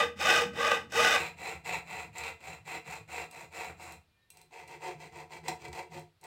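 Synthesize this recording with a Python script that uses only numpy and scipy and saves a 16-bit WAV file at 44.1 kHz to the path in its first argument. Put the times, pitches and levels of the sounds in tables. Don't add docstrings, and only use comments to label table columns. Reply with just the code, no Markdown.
import sys
import numpy as np
from scipy import signal
from scipy.fft import rfft, irfft
from scipy.io import wavfile
from scipy.ndimage import uniform_filter1d

SR = 44100
rng = np.random.default_rng(int(sys.argv[2]) if len(sys.argv) > 2 else 0)


def file_out(sig):
    cols = np.atleast_2d(sig).T
    lim = np.clip(cols, -1, 1)
    pcm = np.round(lim * 32767).astype(np.int16)
    wavfile.write(sys.argv[1], SR, pcm)


N = 276047
TIME = np.arange(N) / SR
TAPS = 8192
FREQS = np.maximum(np.fft.rfftfreq(TAPS, 1 / SR), 1)

# start_s, end_s, direction, force_db, late_minus_early_force_db
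STROKES = [(-0.214, 0.136, "pull", -20, 5), (0.148, 0.496, "push", -25.5, -3.5),
           (0.46, 0.885, "pull", -23.5, 2.5), (0.879, 1.255, "push", -25, -2),
           (1.145, 1.334, "push", -31, -13), (1.347, 1.615, "pull", -33, -3),
           (1.63, 1.829, "push", -28.5, -6.5), (1.836, 2.109, "pull", -34, -9),
           (2.111, 2.361, "push", -32, 1.5), (2.375, 2.62, "pull", -37.5, -3.5),
           (2.637, 2.82, "push", -32, 1.5), (2.832, 3.039, "pull", -34.5, -10.5),
           (3.063, 3.294, "push", -31.5, -7), (3.286, 3.49, "pull", -38, 1.5),
           (3.494, 3.757, "push", -33.5, -10.5), (3.746, 4.005, "pull", -38, -4.5),
           (4.282, 4.477, "pull", -54, 3.5), (4.491, 4.687, "push", -38.5, -9),
           (4.649, 4.804, "pull", -36.5, -1), (4.782, 4.966, "push", -29.5, -5),
           (4.967, 5.11, "pull", -38, -5), (5.095, 5.276, "push", -35.5, -2),
           (5.286, 5.418, "pull", -35, -11), (5.418, 5.577, "push", -32.5, -13),
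           (5.573, 5.733, "pull", -41.5, -17), (5.698, 5.871, "push", -32.5, -8),
           (5.89, 6.045, "pull", -35, -9.5), (6.194, 6.41, "push", -36.5, -5)]
STROKE_MANNER = {("free", "push"): (620, 2.5, 0.973, 1, -6.5),
                 ("free", "pull"): (490, 4.5, 1.14, -0.5, -9.5),
                 ("clamped", "push"): (450, 2, 0.94, 0, -6.5), ("clamped", "pull"): (450, 2, 1.0, -1.5, -7),
                 ("held", "push"): (350, 2.5, 0.9142, -2.5, -10.5),
                 ("held", "pull"): (350, 2.2, 1.0, -1, -8.5)}
# time_s, level_db
SCRAPE_LEVEL = [(0, -1), (1.1, -3), (1.25, 2.3), (2.75, 1), (3.2, -2), (4.6, -3), (6.2, -7.5)]
# time_s, level_db
RUMBLE_LEVEL = [(0.0, -47.5), (0.14, -52.5), (0.4, -46), (0.77, -53), (1.18, -48.5), (1.24, -54),
                (1.48, -56), (3.97, -62.5), (4.15, -79.5), (4.93, -56.5), (5.23, -62), (5.51, -53.5),
                (5.61, -56), (5.68, -48.5), (5.84, -62), (6.01, -55), (6.17, -78), (6.26, -62.5)]
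# frequency_hz, width_hz, level_db
FREE_SHEET = [(101, 96, -21), (209.5, 80, -18), (333, 120, -19), (470.4, 49, -2.5), (583, 150, -11.5),
              (766, 20, -9.5), (824, 120, -7), (1143, 120, -9.5), (1221, 86, -4.5), (1524, 96, -4),
              (1643, 180, -12), (1800, 41, -16.5), (1973, 167, -7), (2298, 210, -18.5), (2510, 130, -7),
              (2630, 360, -13.5), (2967, 180, -10.5), (3160, 145, -17), (3633, 300, -13), (5100, 269, -16),
              (5580, 3300, -20), (7940, 730, -25), (14062, 8700, -38)]
# frequency_hz, width_hz, level_db
CLAMPED_SHEET = [(96, 127, -13.5), (165.05, 22.14, -11), (331.5, 57, -11.5), (450, 68, -5.5),
                 (540, 107, -9), (741, 140, -2), (930, 130, -3.5), (1122, 72, -11.5), (1340, 580, -13),
                 (2040, 320, -6), (2159, 129, -26), (2310, 190, -5.5), (2457, 46, -0.5), (2588, 140, -3.4),
                 (2720, 67, -4), (3360, 2600, -20.5), (4034, 187, -11.5), (5000, 3900, -27.5),
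                 (7420, 1300, -17), (8700, 430, -23.5), (13300, 8900, -33)]
# frequency_hz, width_hz, level_db
HELD_SHEET = [(105, 115, -19.5), (157.3, 10.1, -9.5), (359, 51, -5.5), (441, 48, 0), (542, 34, -5.5),
              (729.6, 79, 0.5), (923, 113, 0), (1190, 1080, -19), (1632.6, 129, -27), (2037, 240, -8.5),
              (2308, 20.6, -1.5), (2510, 340, -11.5), (2680, 130, -12), (3230, 350, -23.5),
              (4034, 120, -26.5), (4430, 1700, -37), (6072, 150, -34.5), (7140, 1060, -37.5),
              (8230, 1100, -39), (13600, 8000, -52.5)]
# time_s, relative_level_db
TICKS = [(0.168, -58), (0.9228, -50), (3.3114, -39.5), (3.8292, -43), (3.86, -50), (3.922, -39.5),
         (4.3031, -39), (4.3714, -43.5), (4.4147, -46), (4.677, -44), (5.9943, -46), (6.2126, -52),
         (6.2393, -43)]
# frequency_hz, relative_level_db, t60_s
BLADE_MODES = [(920, -31.5, .2), (2428, -12.5, 0.31), (2710, -5.5, 0.17), (4064, -7, 0.13),
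               (6756, -18.5, .1), (7950, -4.5, 0.097), (8500, 1.5, 0.073)]
# time_s, relative_jolt_db, crack_minus_jolt_db
SNAGS = [(0.921, -31, -5.5), (0.965, -25.5, -19.5), (1.024, -22, -11.5), (1.669, -40, -2), (2.182, -38, 3),
         (3.695, -33.5, -16), (3.797, -39, -15), (5.482, -23.5, -1.5), (5.493, -34, -4), (5.651, -32, -11),
         (5.682, -43, -3), (5.729, -36, -4.5)]
# time_s, relative_level_db
BUMPS = [(2.09, -48), (2.596, -51), (3.0, -46.5), (5.665, -60), (6.02, -57)]
# frequency_hz, relative_level_db, t60_s
BENCH_MODES = [(107.3, -0.5, 0.26), (156, -5.5, 0.38)]
# start_s, end_s, pitch_hz, peak_db
SQUEAKS = [(4.09, 4.249, 2412, -79.5), (4.14, 4.293, 1805, -77), (4.213, 4.25, 3840, -72)]
# frequency_hz, density_db_per_hz
AIR_SPECTRUM = [(30, -4.5), (100, 1.5), (250, -12), (800, -15.5), (4200, -17), (6000, -27.5),
                (15000, -31.5)]

CLAMPED_SCENE_S = 1.164
HOLD_S = 4.2
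CLAMPED_DB = -10
USUAL_DB, RATE_OCTAVES_PER_DB, CHIPS_DB_PER_DB, CHIPS_LEAN_DB = -33, 0.035, 0.85, -3
RUMBLE_DB, AIR_DB = 0.5, -73.5
BUMP_RISE_S = 0.0053
ROOM_T60_S, ROOM_TREBLE_T60_S, ROOM_DB = 0.26, 0.23, -4.5
ROOM_EVEN_HZ = 90
TOP_HZ = 15900


def undb(db):
    return 10 ** (np.asarray(db) / 20)


def unit(x):
    return x / np.sqrt(np.mean(x ** 2))


def ring(x, impulse_response):
    return signal.fftconvolve(x, impulse_response)[:N]


def walk(rate):
    hold = max(int(SR / rate), 1)
    steps = np.repeat(rng.standard_normal(N // hold + 1), hold)
    return unit(uniform_filter1d(steps, hold)[:N])


def resonances(modes):
    hz, width, db = np.transpose(modes)[:, :, None]
    detune = (FREQS / hz - hz / FREQS) * hz / width
    return np.sqrt(np.sum((undb(db) / (1 + detune ** 2)) ** 2, axis=0))


def response(gain, lo_hz, hi_hz, order=6):
    low_cut = 1 + (lo_hz / FREQS) ** (2 * order)
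    high_cut = 1 + (FREQS / hi_hz) ** (2 * order)
    gain = gain / np.sqrt(low_cut * high_cut)
    cepstrum = irfft(np.log(gain + 1e-6))
    cepstrum[1:TAPS // 2] *= 2
    cepstrum[TAPS // 2 + 1:] = 0
    h = irfft(np.exp(rfft(cepstrum)))
    return h / np.sqrt(np.sum(h ** 2))


def air():
    hz, db = np.transpose(AIR_SPECTRUM)
    colour = undb(np.interp(np.log(FREQS), np.log(hz), db))
    noise = ring(rng.standard_normal(N), response(colour, lo_hz=30, hi_hz=18000))
    return undb(AIR_DB) * unit(noise)


def arm():
    tooth_hz, wood, scrape, chips, moving = np.zeros((5, N))
    for start, end, direction, force_db, lean_db in STROKES:
        middle = (start + end) / 2
        support = "free" if middle < CLAMPED_SCENE_S else "clamped" if middle < HOLD_S else "held"
        usual_hz, swell, knee, scrape_db, chips_db = STROKE_MANNER[support, direction]
        on = slice(*np.searchsorted(TIME, [start, end]))
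        late = (TIME[on] - middle) / (end - start)
        speed = np.abs(np.cos(np.pi * late))
        bite = np.tanh((speed / knee) ** swell)
        now_db = force_db + lean_db * late
        top_hz = usual_hz * 2 ** (RATE_OCTAVES_PER_DB * (force_db - USUAL_DB))
        tooth_hz[on] = np.maximum(tooth_hz[on], top_hz * speed ** 1.2)
        wood[on] += bite * undb(now_db)
        scrape[on] += bite * undb(now_db + scrape_db)
        chips_now_db = USUAL_DB + CHIPS_DB_PER_DB * (now_db - USUAL_DB) + chips_db + CHIPS_LEAN_DB * late
        chips[on] += bite * undb(chips_now_db)
        moving[on] = np.maximum(moving[on], speed ** 0.22)
    scrape = scrape * undb(np.interp(TIME, *np.transpose(SCRAPE_LEVEL)))
    bench = moving * undb(RUMBLE_DB + np.interp(TIME, *np.transpose(RUMBLE_LEVEL)))
    return tooth_hz, wood, scrape, chips, bench


def teeth(tooth_hz, jitter, scatter_db, tear_share, octave_db):
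    turns = np.cumsum(tooth_hz * np.exp(jitter * walk(150))) / SR
    tooth = turns.astype(int)
    size = undb(scatter_db * rng.standard_normal(N))[tooth]
    entering = np.diff(tooth, prepend=0) > 0
    fundamental = np.sin(2 * np.pi * turns)
    octave = np.sin(4 * np.pi * turns)
    push = size * (fundamental + undb(octave_db) * octave)
    raps = entering * size / np.sqrt(tooth_hz + 300)
    tearing = size * np.exp(-(turns % 1) / tear_share)
    return unit(push), unit(raps), unit(tearing)


def splinters(per_second, spread_db):
    size_db = spread_db * np.minimum(rng.exponential(size=N), 5)
    sizes = undb(size_db) * rng.standard_normal(N)
    return unit(sizes * (rng.random(N) < per_second / SR))


def saw():
    tooth_hz, wood, scrape, chips, bench = arm()
    push, raps, tearing = teeth(tooth_hz, jitter=0.055, scatter_db=1.0, tear_share=0.98, octave_db=0.5)
    grain = unit(undb(1.0 * walk(70) + 1.56 * walk(220)))
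    clamped = TIME > CLAMPED_SCENE_S
    bite_level = grain * undb(CLAMPED_DB * clamped)
    jolt, crack = snags()
    whoop = np.where(clamped, undb(-21.5), undb(-13.5)) * push
    torn_fibres = tearing * splinters(per_second=14000, spread_db=1.15)
    rasp = undb(-8) * raps + undb(1.0) * torn_fibres
    crackle = tearing * splinters(per_second=22000, spread_db=-2.2)
    wood_rasp = np.where(clamped, undb(-1.0), undb(-2.0)) * rasp
    wood_force = wood * bite_level * (whoop + wood_rasp) + jolt
    scrape_force = scrape * bite_level * rasp + undb(-8.0) * jolt
    chip_force = chips * bite_level * crackle + crack
    rumble = bench * undb(2.7 * walk(40)) * rng.standard_normal(N)
    bench_force = rumble + undb(-10.5) * jolt
    out = np.zeros(N)
    sheets = [(FREE_SHEET, 0, CLAMPED_SCENE_S), (CLAMPED_SHEET, CLAMPED_SCENE_S, HOLD_S),
              (HELD_SHEET, HOLD_S, np.inf)]
    for modes, start, end in sheets:
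        body = resonances(modes)
        on = (TIME >= start) & (TIME < end)
        out += ring(on * bench_force, response(body, lo_hz=67.95, hi_hz=265.0))
        out += ring(on * wood_force, response(body, lo_hz=240, hi_hz=1757, order=8))
        out += ring(on * scrape_force, response(body, lo_hz=1680, hi_hz=4150, order=8))
        out += ring(on * chip_force, response(body, lo_hz=4056, hi_hz=18000))
    return out


def workshop(x, first_echo_s):
    age = TIME[:TAPS]
    low_pass = signal.butter(2, 3000, fs=SR, output="sos")
    high_pass = signal.butter(2, 3000, "high", fs=SR, output="sos")
    low = signal.sosfilt(low_pass, rng.standard_normal(TAPS))
    high = signal.sosfilt(high_pass, rng.standard_normal(TAPS))
    tail = low * undb(-60 * age / ROOM_T60_S) + high * undb(-60 * age / ROOM_TREBLE_T60_S)
    tail = tail * (age > first_echo_s)
    direct = age == 0
    room = direct + undb(ROOM_DB) * tail / np.sqrt(np.sum(tail ** 2))
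    colour = np.sqrt(uniform_filter1d(np.abs(rfft(room)) ** 2, int(ROOM_EVEN_HZ * TAPS / SR)))
    room = signal.fftconvolve(room, response(1 / colour, lo_hz=13, hi_hz=SR))
    return ring(x, room / np.sqrt(np.sum(room ** 2)))


def blade_ticks(crack_s, ring_db, level_db):
    out, age = np.zeros(N + 2 * TAPS), TIME[:2 * TAPS]
    bright = response(1 / np.sqrt(1 + (FREQS / 9000) ** 2), lo_hz=4200, hi_hz=17900, order=2)
    for s, db in TICKS:
        burst = rng.standard_normal(len(age)) * np.exp(-age / crack_s)
        snap = signal.fftconvolve(burst, bright)[:len(age)]
        steel = np.zeros(len(age))
        for hz, mode_db, t60 in BLADE_MODES:
            strength = undb(mode_db + 2 * rng.standard_normal())
            steel += strength * np.sin(2 * np.pi * hz * age) * np.exp(-np.log(1000) * age / t60)
        at = int(s * SR)
        out[at:at + len(age)] += undb(db + level_db) * (snap + undb(ring_db) * steel)
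    return out[:N]


def snags():
    jolt, crack = np.zeros((2, N))
    age = TIME[:TAPS]
    for s, db, crack_db in SNAGS:
        at = int(s * SR)
        jolt[at:at + TAPS] += undb(db - 7.5) * np.exp(-age / 0.014) * rng.standard_normal(TAPS)
        crack[at:at + TAPS] += undb(db + crack_db - 4.0) * np.exp(-age / 0.0058) * rng.standard_normal(TAPS)
    return jolt, crack


def bumps():
    out, age = np.zeros(N + 2 * TAPS), TIME[:2 * TAPS]
    onset = 1 - np.exp(-age / BUMP_RISE_S)
    for s, db in BUMPS:
        thud = np.zeros(len(age))
        for hz, mode_db, t60 in BENCH_MODES:
            tone = np.sin(2 * np.pi * (hz * age + rng.random()))
            thud += undb(mode_db) * tone * np.exp(-np.log(1000) * age / t60)
        at = int(s * SR)
        out[at:at + len(age)] += undb(db) * onset * thud
    return out[:N]


def squeaks(waver):
    out = np.zeros(N)
    for start, end, hz, db in SQUEAKS:
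        swell = np.sin(np.pi * np.clip((TIME - start) / (end - start), 0, 1))
        cycles = np.cumsum(hz * (1 + waver * walk(200))) / SR
        out += undb(db) * swell * np.sin(2 * np.pi * cycles)
    return out


def scene():
    near = saw() + blade_ticks(crack_s=0.0031, ring_db=-7.0, level_db=-7.0) + squeaks(waver=0.0039)
    return (workshop(near, first_echo_s=0.0023) + air() + bumps())[None]


def record(dry):
    return signal.sosfilt(signal.ellip(10, 0.2, 70, TOP_HZ, fs=SR, output="sos"), dry)


dry = scene()
out = record(dry)
file_out(out)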